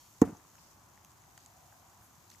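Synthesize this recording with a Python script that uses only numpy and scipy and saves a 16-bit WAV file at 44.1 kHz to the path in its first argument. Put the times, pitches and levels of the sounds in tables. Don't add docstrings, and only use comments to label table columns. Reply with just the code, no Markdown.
import sys
import numpy as np
from scipy import signal
from scipy.fft import rfft, irfft
from scipy.io import wavfile
from scipy.ndimage import uniform_filter1d

SR = 44100
rng = np.random.default_rng(int(sys.argv[2]) if len(sys.argv) > 2 else 0)


def magnitude_from_level(level_db):
    exponent = np.asarray(level_db, float) / 20
    return 10 ** exponent


def wrap_up_sound(samples):
    columns = np.atleast_2d(samples).T
    tamed = np.clip(columns, -1, 1)
    steps = np.round(tamed * 32767).astype(np.int16)
    wavfile.write(sys.argv[1], SR, steps)


N = 105840

MS = np.array([[1, 1], [1, -1]])
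# resonance in Hz, width in Hz, level in dB.
PORT = [(6850, 1100, -0.5), (4500, 1040, -15), (11470, 4000, -9), (2760, 740, -12.5), (7904, 900, -3.5)]
# frequency in Hz, density in dB per Hz.
ROAD_MID = [(15, -59.5), (25, -31), (48, -5.5), (103, 2.5), (248, -8), (330, -7.5), (444, -15), (1000, -4),
            (2600, -25.5), (3380, -29), (5720, -120)]
ROAD_SIDE = [(15, -50), (25, -8), (80, -2.5), (225, -8), (479, -12.5), (721, -4.5), (1110, -7.5),
             (2020, -9.5), (2600, -24), (3380, -43), (5720, -120)]
# frequency in Hz, density in dB per Hz.
HISS_MID = [(1350, -28.5), (2300, -8), (5160, -5), (6610, 1), (9340, -13.5), (11600, -5), (14900, -9),
            (15800, -8), (16500, -41)]
HISS_SIDE = [(1350, -33), (2300, -7), (3620, -12.5), (7180, -7), (9420, -9.5), (11200, -8), (14900, -9),
             (16000, -31), (16500, -55.5)]
# time in seconds, road in dB, leaves in dB.
SWELL = [(0, -0.5, 5), (.2, -1, 0), (.5, 1.5, 0.5), (.9, 1.5, -1), (1.3, 1, 0), (1.7, 0.5, 1), (2.05, 1, 0),
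         (2.4, 0, 1.5)]
# mode in Hz, level in dB, t60 in seconds.
BLADE = [(3225, -69.5, 0.32), (4370, -71, 0.67), (5660, -68, 0.29), (6850, -106, 0.64)]
# start in seconds, length in seconds, level in dB, centre in Hz.
RUSTLES = [
    (0.019, 0.448, -68, 6500),
    (0.495, 0.28, -67, 5570),
    (1.355, 0.129, -71, 4500),
    (2, 0.097, -65.5, 11330),
    (2.286, .08, -67, 5450),
    (2.295, 0.065, -70.5, 2990),
]
# mode in Hz, t60 in seconds, swing left, swing right (peak amplitudes).
BODY = [(144, .015, .277, .304), (276, .012, .426, .432), (324, .0234, -.348, -.413),
        (450, .065, -.155, -.36)]
GRAIN = [(727, .08, .082, .035), (853, .05, .021, .025), (885, .038, -.041, -.048), (1130, .015, .062, .04)]
FIBRES = [(1017, 0.072, 0.018, 0.034), (1219, 0.04, 0.024, 0.021), (1325, 0.05, 0.0084, .008),
          (2780, 0.035, 0.008, .005), (4270, 0.02034, 0.0037, .002), (5120, .02, .003, .003),
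          (5730, .015, 0.0023, 0.0017), (6750, 0.016, 0.022, 0.015)]
SPLINTERS = [(1510, .04, 0.0049, .004), (1790, 0.055, 0.013, 0.0059), (1863, 0.05, 0.006, 0.0013),
             (2247, .03, 0.0056, 0.0016)]
# start in seconds,
# peak in dB, tone in Hz, pan in dB, broad edge in dB.
TICKS = [(0.226, -43, 6500, -1, -20), (0.2287, -52.5, 8800, 2, -3), (0.2295, -46, 11500, 0, -3),
         (0.3694, -48.5, 6350, -2, -18.5), (0.5015, -51.5, 6630, -6.5, -10), (0.5539, -51, 6680, 1.0, -10),
         (0.582, -59, 3000, 0, 0), (0.5947, -52.5, 4870, -6.5, -17), (0.9357, -55.5, 6600, 1, -13.5),
         (1.0463, -56.5, 11000, 0.5, -0.5), (1.0477, -44.5, 6220, -1, -4), (1.0482, -50, 11800, -1, -5.5),
         (1.058, -55.5, 6300, 0, -13), (1.1167, -54, 8500, 4.5, -2), (1.118, -56, 5660, 7, -9),
         (1.2196, -52, 6590, -3, -5.5), (1.2377, -56, 6600, 5.5, -10.5), (1.37, -61, 6500, -0.5, -15),
         (1.377, -45, 6474, 0, -4), (1.377, -49, 4710, -0.5, -0.5), (1.3786, -49, 6970, 0.5, -5.5),
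         (1.3894, -54, 6330, -5, -4.5), (1.4025, -54.5, 6500, 0.5, -15), (1.4056, -51, 6480, 0.5, -12),
         (1.4506, -56, 6400, -1, -14.5), (1.4608, -43, 6700, -4, -11), (1.4616, -49.5, 4700, -3, -4.5),
         (1.7264, -62.5, 6930, 4.5, -0.5), (2.2975, -55, 4200, -12, -12), (2.3004, -50.5, 6700, -2, -6),
         (2.302, -44, 6230, -5, -10), (2.3148, -46.5, 4270, -6, -12), (2.3158, -51.5, 6700, -0.5, -7),
         (2.319, -55.5, 4230, 1, -18.5), (2.3363, -59, 7200, 2.0, -9), (2.3385, -51, 4700, 2, -11),
         (2.343, -55.5, 7100, 7, -7.5), (2.3564, -59.5, 6830, 0.5, -5.5)]
# start in seconds, peak in dB, tone in Hz, pan in dB.
TRUNKS = [(.228, -40, 1840, 2), (.232, -44, 1200, -3), (.237, -46.5, 1800, 2), (.24, -36.5, 1250, 4.5),
          (.247, -48.5, 1800, 6), (.253, -50, 1240, 0), (.262, -59, 1150, 0), (.277, -44.5, 1150, -2),
          (.283, -48, 1220, 4.5), (.291, -51, 1394, -5), (.277, -48, 716, 12.5), (.293, -47.5, 671, 5.5),
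          (.3, -48, 730, 11), (.319, -53, 925, 2.5), (.334, -51.5, 888, 8), (.35, -48.5, 830, 5),
          (.397, -56.5, 1090, 0.5), (.399, -57, 1745, -1.5), (.45, -54, 1110, 0), (.48, -55.5, 1000, 0)]
# delay in seconds, level in dB, top in Hz, side share (ratio).
ECHOES = [(0.0135, -15, 200, 0.035), (.025, -27, 400, 0), (.035, -18, 200, 0.021),
          (0.054, -28, 300, -0.204), (.065, -29.5, 348, 0.061), (0.075, -29.5, 915, -0.021),
          (.087, -36, 262, 0.034), (0.102, -28, 168, 0.081), (.108, -22.5, 170, -0.072)]
# centre in Hz, width in Hz, level in dB, t60 in seconds.
WOODS = [(182.8, 110, -39, .24), (331.55, 200, -44, 0.34), (731.7, 270, -54.5, 0.47),
         (1150, 400, -56, 0.55), (1900, 1015, -59.5, 0.308), (7460, 14000, -59.5, 0.2)]
# start in seconds, peak in dB, tone in Hz, pan in dB.
KNOCKS = [(.554, -57, 1563, -12), (.583, -56.5, 2480, 7.5), (.976, -51.5, 1860, 3),
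          (1.239, -59, 1900, -2.5), (1.278, -54, 782, 8), (1.3776, -52.5, 1883, 8),
          (1.3772, -52.5, 3030, 6), (1.461, -58, 2980, -3), (1.048, -58, 2610, 0),
          (1.378, -52.5, 1377, -5.5), (1.378, -55.5, 822, 12), (1.725, -53, 1558, -4.5),
          (1.727, -54, 854, 9), (2.006, -58, 109.5, 0.5), (2.021, -59, 1520, -13.5), (2.178, -57.5, 142, 3),
          (2.316, -72, 1100, -4), (2.318, -58, 1992, 13.5), (2.348, -54.5, 1990, 8)]

ROAD_MID_DB, ROAD_SIDE_DB = -64.5, -71.5
HISS_MID_DB, HISS_SIDE_DB = -68.5, -70
CRACKLE_PER_S, CRACKLE_DB, CRACKLE_T60_S = 300, -71.5, .008
RUSTLE_PER_S, GRAIN_SPREAD_DB = 1800, 6.5
TIP_S, TIP_DB, TIP_HOLD_S, TIP_T60_S = .2154, -33, .004, .0076
SCRATCH_S, SCRATCH_LENGTH_S = .2168, .0002
BITE_S, BITE_LENGTH_S = .21736, .0012
PUSH_S, PUSH_LENGTH_S = .21755, .00177
SPLIT_S, SPLIT_LENGTH_S = .2184, .0002
GROUND_SHARE, GROUND_LAG_S, RIGHT_LEAD_S = .57, .00358, .00014
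LOW_HZ, RUMBLE_CUT_HZ = 95, 33
BOOM_HZ, BOOM_WIDTH_HZ, BOOM_CUT = 52.7, 16, .65
TICK_SPAN_S, TICK_WIDTH_HZ, TICK_T60_S, EDGE_T60_S = .04, 1100, .009, .008
TICK_SIDE, TICK_GRIT = .5124, .37
WOODS_LAG_S, WOODS_RISE_S, WOODS_SIDE = .029, .0038, .4
KNOCK_CYCLES = 13
CAR_HZ, CAR_WIDTH_HZ, CAR_S, CAR_SPAN_S, CAR_DB = 730, 140, 1.62, .27, -69.5
TOP_HZ = 15450


def ring(x, hz, t60_s):
    pole = np.exp(2j * np.pi * hz / SR - np.log(1000) / (max(t60_s, .003) * SR))
    return signal.lfilter([1], [1, -pole], x).imag


def band(x, hz, width_hz):
    return signal.lfilter(*signal.iirpeak(hz, hz / width_hz, SR), x)


def high_pass(x, hz):
    return signal.lfilter(*signal.butter(2, hz, "high", fs=SR), x)


def unit(x):
    return x / np.sqrt(np.mean(x ** 2))


def fade(start_s, t60_s, rise_s=0.000102):
    t = np.maximum(np.arange(N) / SR - start_s, 0)
    return (1 - np.exp(-t / rise_s)) * magnitude_from_level(-60 * t / t60_s)


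def pan(pan_db):
    return np.array([[pan_db], [-pan_db]]) / 2


def walk(rate_hz):
    k = int(SR / rate_hz)
    steps = np.repeat(rng.standard_normal(N // k + 1), k)[:N]
    return unit(uniform_filter1d(uniform_filter1d(steps, k), k))


def port(x):
    return sum((-1) ** k * magnitude_from_level(db) * band(x, hz, width_hz) for k, (hz, width_hz, db) in enumerate(PORT))


def coloured(table, flicker_db, rate_hz):
    octave = np.log2(np.maximum(np.fft.rfftfreq(N, 1 / SR), 1))
    hz, db = np.array(table).T
    colour = magnitude_from_level(np.interp(octave, np.log2(hz), db, left=-90, right=-90))
    spectrum = rfft(rng.standard_normal(N)) * colour
    out = np.zeros(N)
    for centre in np.arange(4, 14.6, .5):
        part = irfft(spectrum * np.clip(1 - 2 * abs(octave - centre), 0, 1), N)
        out += part * magnitude_from_level(flicker_db * walk(rate_hz))
    return unit(out)


def grains(per_s):
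    size_db = GRAIN_SPREAD_DB * rng.exponential(size=(2, N)).clip(0, 2.4)
    return (rng.random((2, N)) < per_s / SR) * magnitude_from_level(size_db)


def knock(start_s, peak_db, hz, pan_db):
    t = np.arange(N) / SR
    tone = fade(start_s, KNOCK_CYCLES / hz, rise_s=0.45 / hz) * np.sin(2 * np.pi * hz * (t - start_s))
    return magnitude_from_level(peak_db + pan(pan_db)) * tone / abs(tone).max()


def swell(column):
    c = np.array(SWELL)
    return magnitude_from_level(np.interp(np.arange(N) / SR, c[:, 0], c[:, column]))


def road_hum():
    mid = magnitude_from_level(ROAD_MID_DB) * coloured(ROAD_MID, 0.82, 3.9)
    side = magnitude_from_level(ROAD_SIDE_DB) * coloured(ROAD_SIDE, 1.5, 6)
    return np.array([mid, side]) * swell(1)


def leaf_hiss():
    mid = magnitude_from_level(HISS_MID_DB) * coloured(HISS_MID, 0.42, 12)
    side = magnitude_from_level(HISS_SIDE_DB) * coloured(HISS_SIDE, 0.66, 12)
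    return np.array([mid, side]) * swell(2)


def crackle():
    tail = signal.lfilter([1], [1, -magnitude_from_level(-60 / (CRACKLE_T60_S * SR))], grains(CRACKLE_PER_S))
    return magnitude_from_level(CRACKLE_DB) * unit(port(tail * rng.standard_normal((2, N))))


def blade():
    t = np.arange(N) / SR
    rings = sum(magnitude_from_level(db - 60 * t / t60_s) * np.sin(2 * np.pi * hz * t) for hz, db, t60_s in BLADE)
    return rings * (t < TIP_S)


def rustles():
    t, out = np.arange(N) / SR, np.zeros((2, N))
    cloth = grains(RUSTLE_PER_S) * np.sign(rng.standard_normal((2, N)))
    for start_s, length_s, db, hz in RUSTLES:
        move = np.sin(np.pi * np.clip((t - start_s) / length_s, 0, 1))
        out += magnitude_from_level(db) * unit(band(cloth, hz, hz * 0.28)) * move
    return out


def tip():
    t, end_s = np.arange(N) / SR, TIP_S + TIP_HOLD_S
    env = np.where(t < end_s, t > TIP_S, fade(end_s, TIP_T60_S, rise_s=1e-6))
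    return magnitude_from_level(TIP_DB) * port(env * rng.standard_normal((2, N))) * [[1], [.7]]


def thud():
    t = np.arange(N) / SR + np.array([[0], [RIGHT_LEAD_S]])
    out = np.zeros((2, N))
    for start_s, length_s, modes in ((SCRATCH_S, SCRATCH_LENGTH_S, FIBRES), (BITE_S, BITE_LENGTH_S, GRAIN),
                                     (PUSH_S, PUSH_LENGTH_S, BODY), (SPLIT_S, SPLIT_LENGTH_S, SPLINTERS)):
        force = np.zeros((2, N))
        for share, lag_s in ((1, 0), (GROUND_SHARE, GROUND_LAG_S)):
            force += share * np.sin(2 * np.pi * np.clip((t - start_s - lag_s) / length_s, 0, 1))
        for hz, t60_s, left, right in modes:
            tone = high_pass(ring(force, hz, t60_s), LOW_HZ)
            out += tone / abs(tone).max() * [[left], [right]]
    hit = high_pass(MS @ out / 2, RUMBLE_CUT_HZ)
    return hit - BOOM_CUT * band(hit, BOOM_HZ, BOOM_WIDTH_HZ)


def ticks():
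    noise, out, span = rng.standard_normal((2, N)), np.zeros((2, N)), int(TICK_SPAN_S * SR)
    t = np.arange(span) / SR
    for start_s, peak_db, hz, pan_db, edge_db in TICKS:
        i = int(start_s * SR)
        burst = noise[0, i:i + span] + TICK_SIDE * noise[1, i:i + span] * [[1], [-1]]
        short = magnitude_from_level(-60 * t / EDGE_T60_S) * burst
        edge = port(short) + 1.4 * band(short, 4000, 6000)
        grit = unit(band(burst, hz, TICK_WIDTH_HZ))
        env = magnitude_from_level(-60 * t / TICK_T60_S) * (1 - np.exp(-t * hz))
        tone = env * (np.sin(2 * np.pi * hz * t) + TICK_GRIT * grit)
        snap = tone + magnitude_from_level(edge_db) * edge / abs(edge).max()
        out[:, i:i + span] += magnitude_from_level(peak_db + pan(pan_db)) * snap / abs(snap).max()
    return out


def trunks():
    return sum(knock(*row) for row in TRUNKS)


def echoes(hit):
    out = np.zeros((2, N))
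    for delay_s, db, top_hz, side in ECHOES:
        copy = signal.lfilter(*signal.butter(3, top_hz, fs=SR), np.roll(hit[0], int(delay_s * SR)))
        out += magnitude_from_level(db) * np.outer([1, side], copy)
    return out


def woods():
    out = np.zeros((2, N))
    for hz, width_hz, db, t60_s in WOODS:
        noise = band(band(rng.standard_normal((2, N)), hz, width_hz), hz, width_hz)
        env = fade(PUSH_S + WOODS_LAG_S, t60_s, WOODS_RISE_S)
        out += magnitude_from_level(db) * unit(noise) * env * [[1], [WOODS_SIDE]]
    return out


def knocks():
    return sum(knock(*row) for row in KNOCKS)


def car():
    roar = band(band(rng.standard_normal((2, N)), CAR_HZ, CAR_WIDTH_HZ), CAR_HZ, CAR_WIDTH_HZ)
    passing = np.exp(-.5 * ((np.arange(N) / SR - CAR_S) / CAR_SPAN_S) ** 2)
    return magnitude_from_level(CAR_DB + walk(10.8)) * unit(roar) * passing * [[1], [.5]]


def scene():
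    hit = thud()
    mid_side = road_hum() + leaf_hiss() + tip() + hit + echoes(hit) + woods() + car()
    return MS @ mid_side + crackle() + blade() + rustles() + ticks() + trunks() + knocks()


def band_limit(x):
    return signal.sosfilt(signal.butter(12, 16780, fs=SR, output="sos"), x)


def record(dry):
    lift = band(dry, 1800, 1800) * .1 + band(dry, 8200, 3000) * .15
    top_cut = signal.ellip(12, .3, 60, TOP_HZ, fs=SR, output="sos")
    mix = signal.sosfilt(top_cut, dry + lift * [[1], [-1]])
    return band_limit(mix)


dry = scene()
out = record(dry)
wrap_up_sound(out)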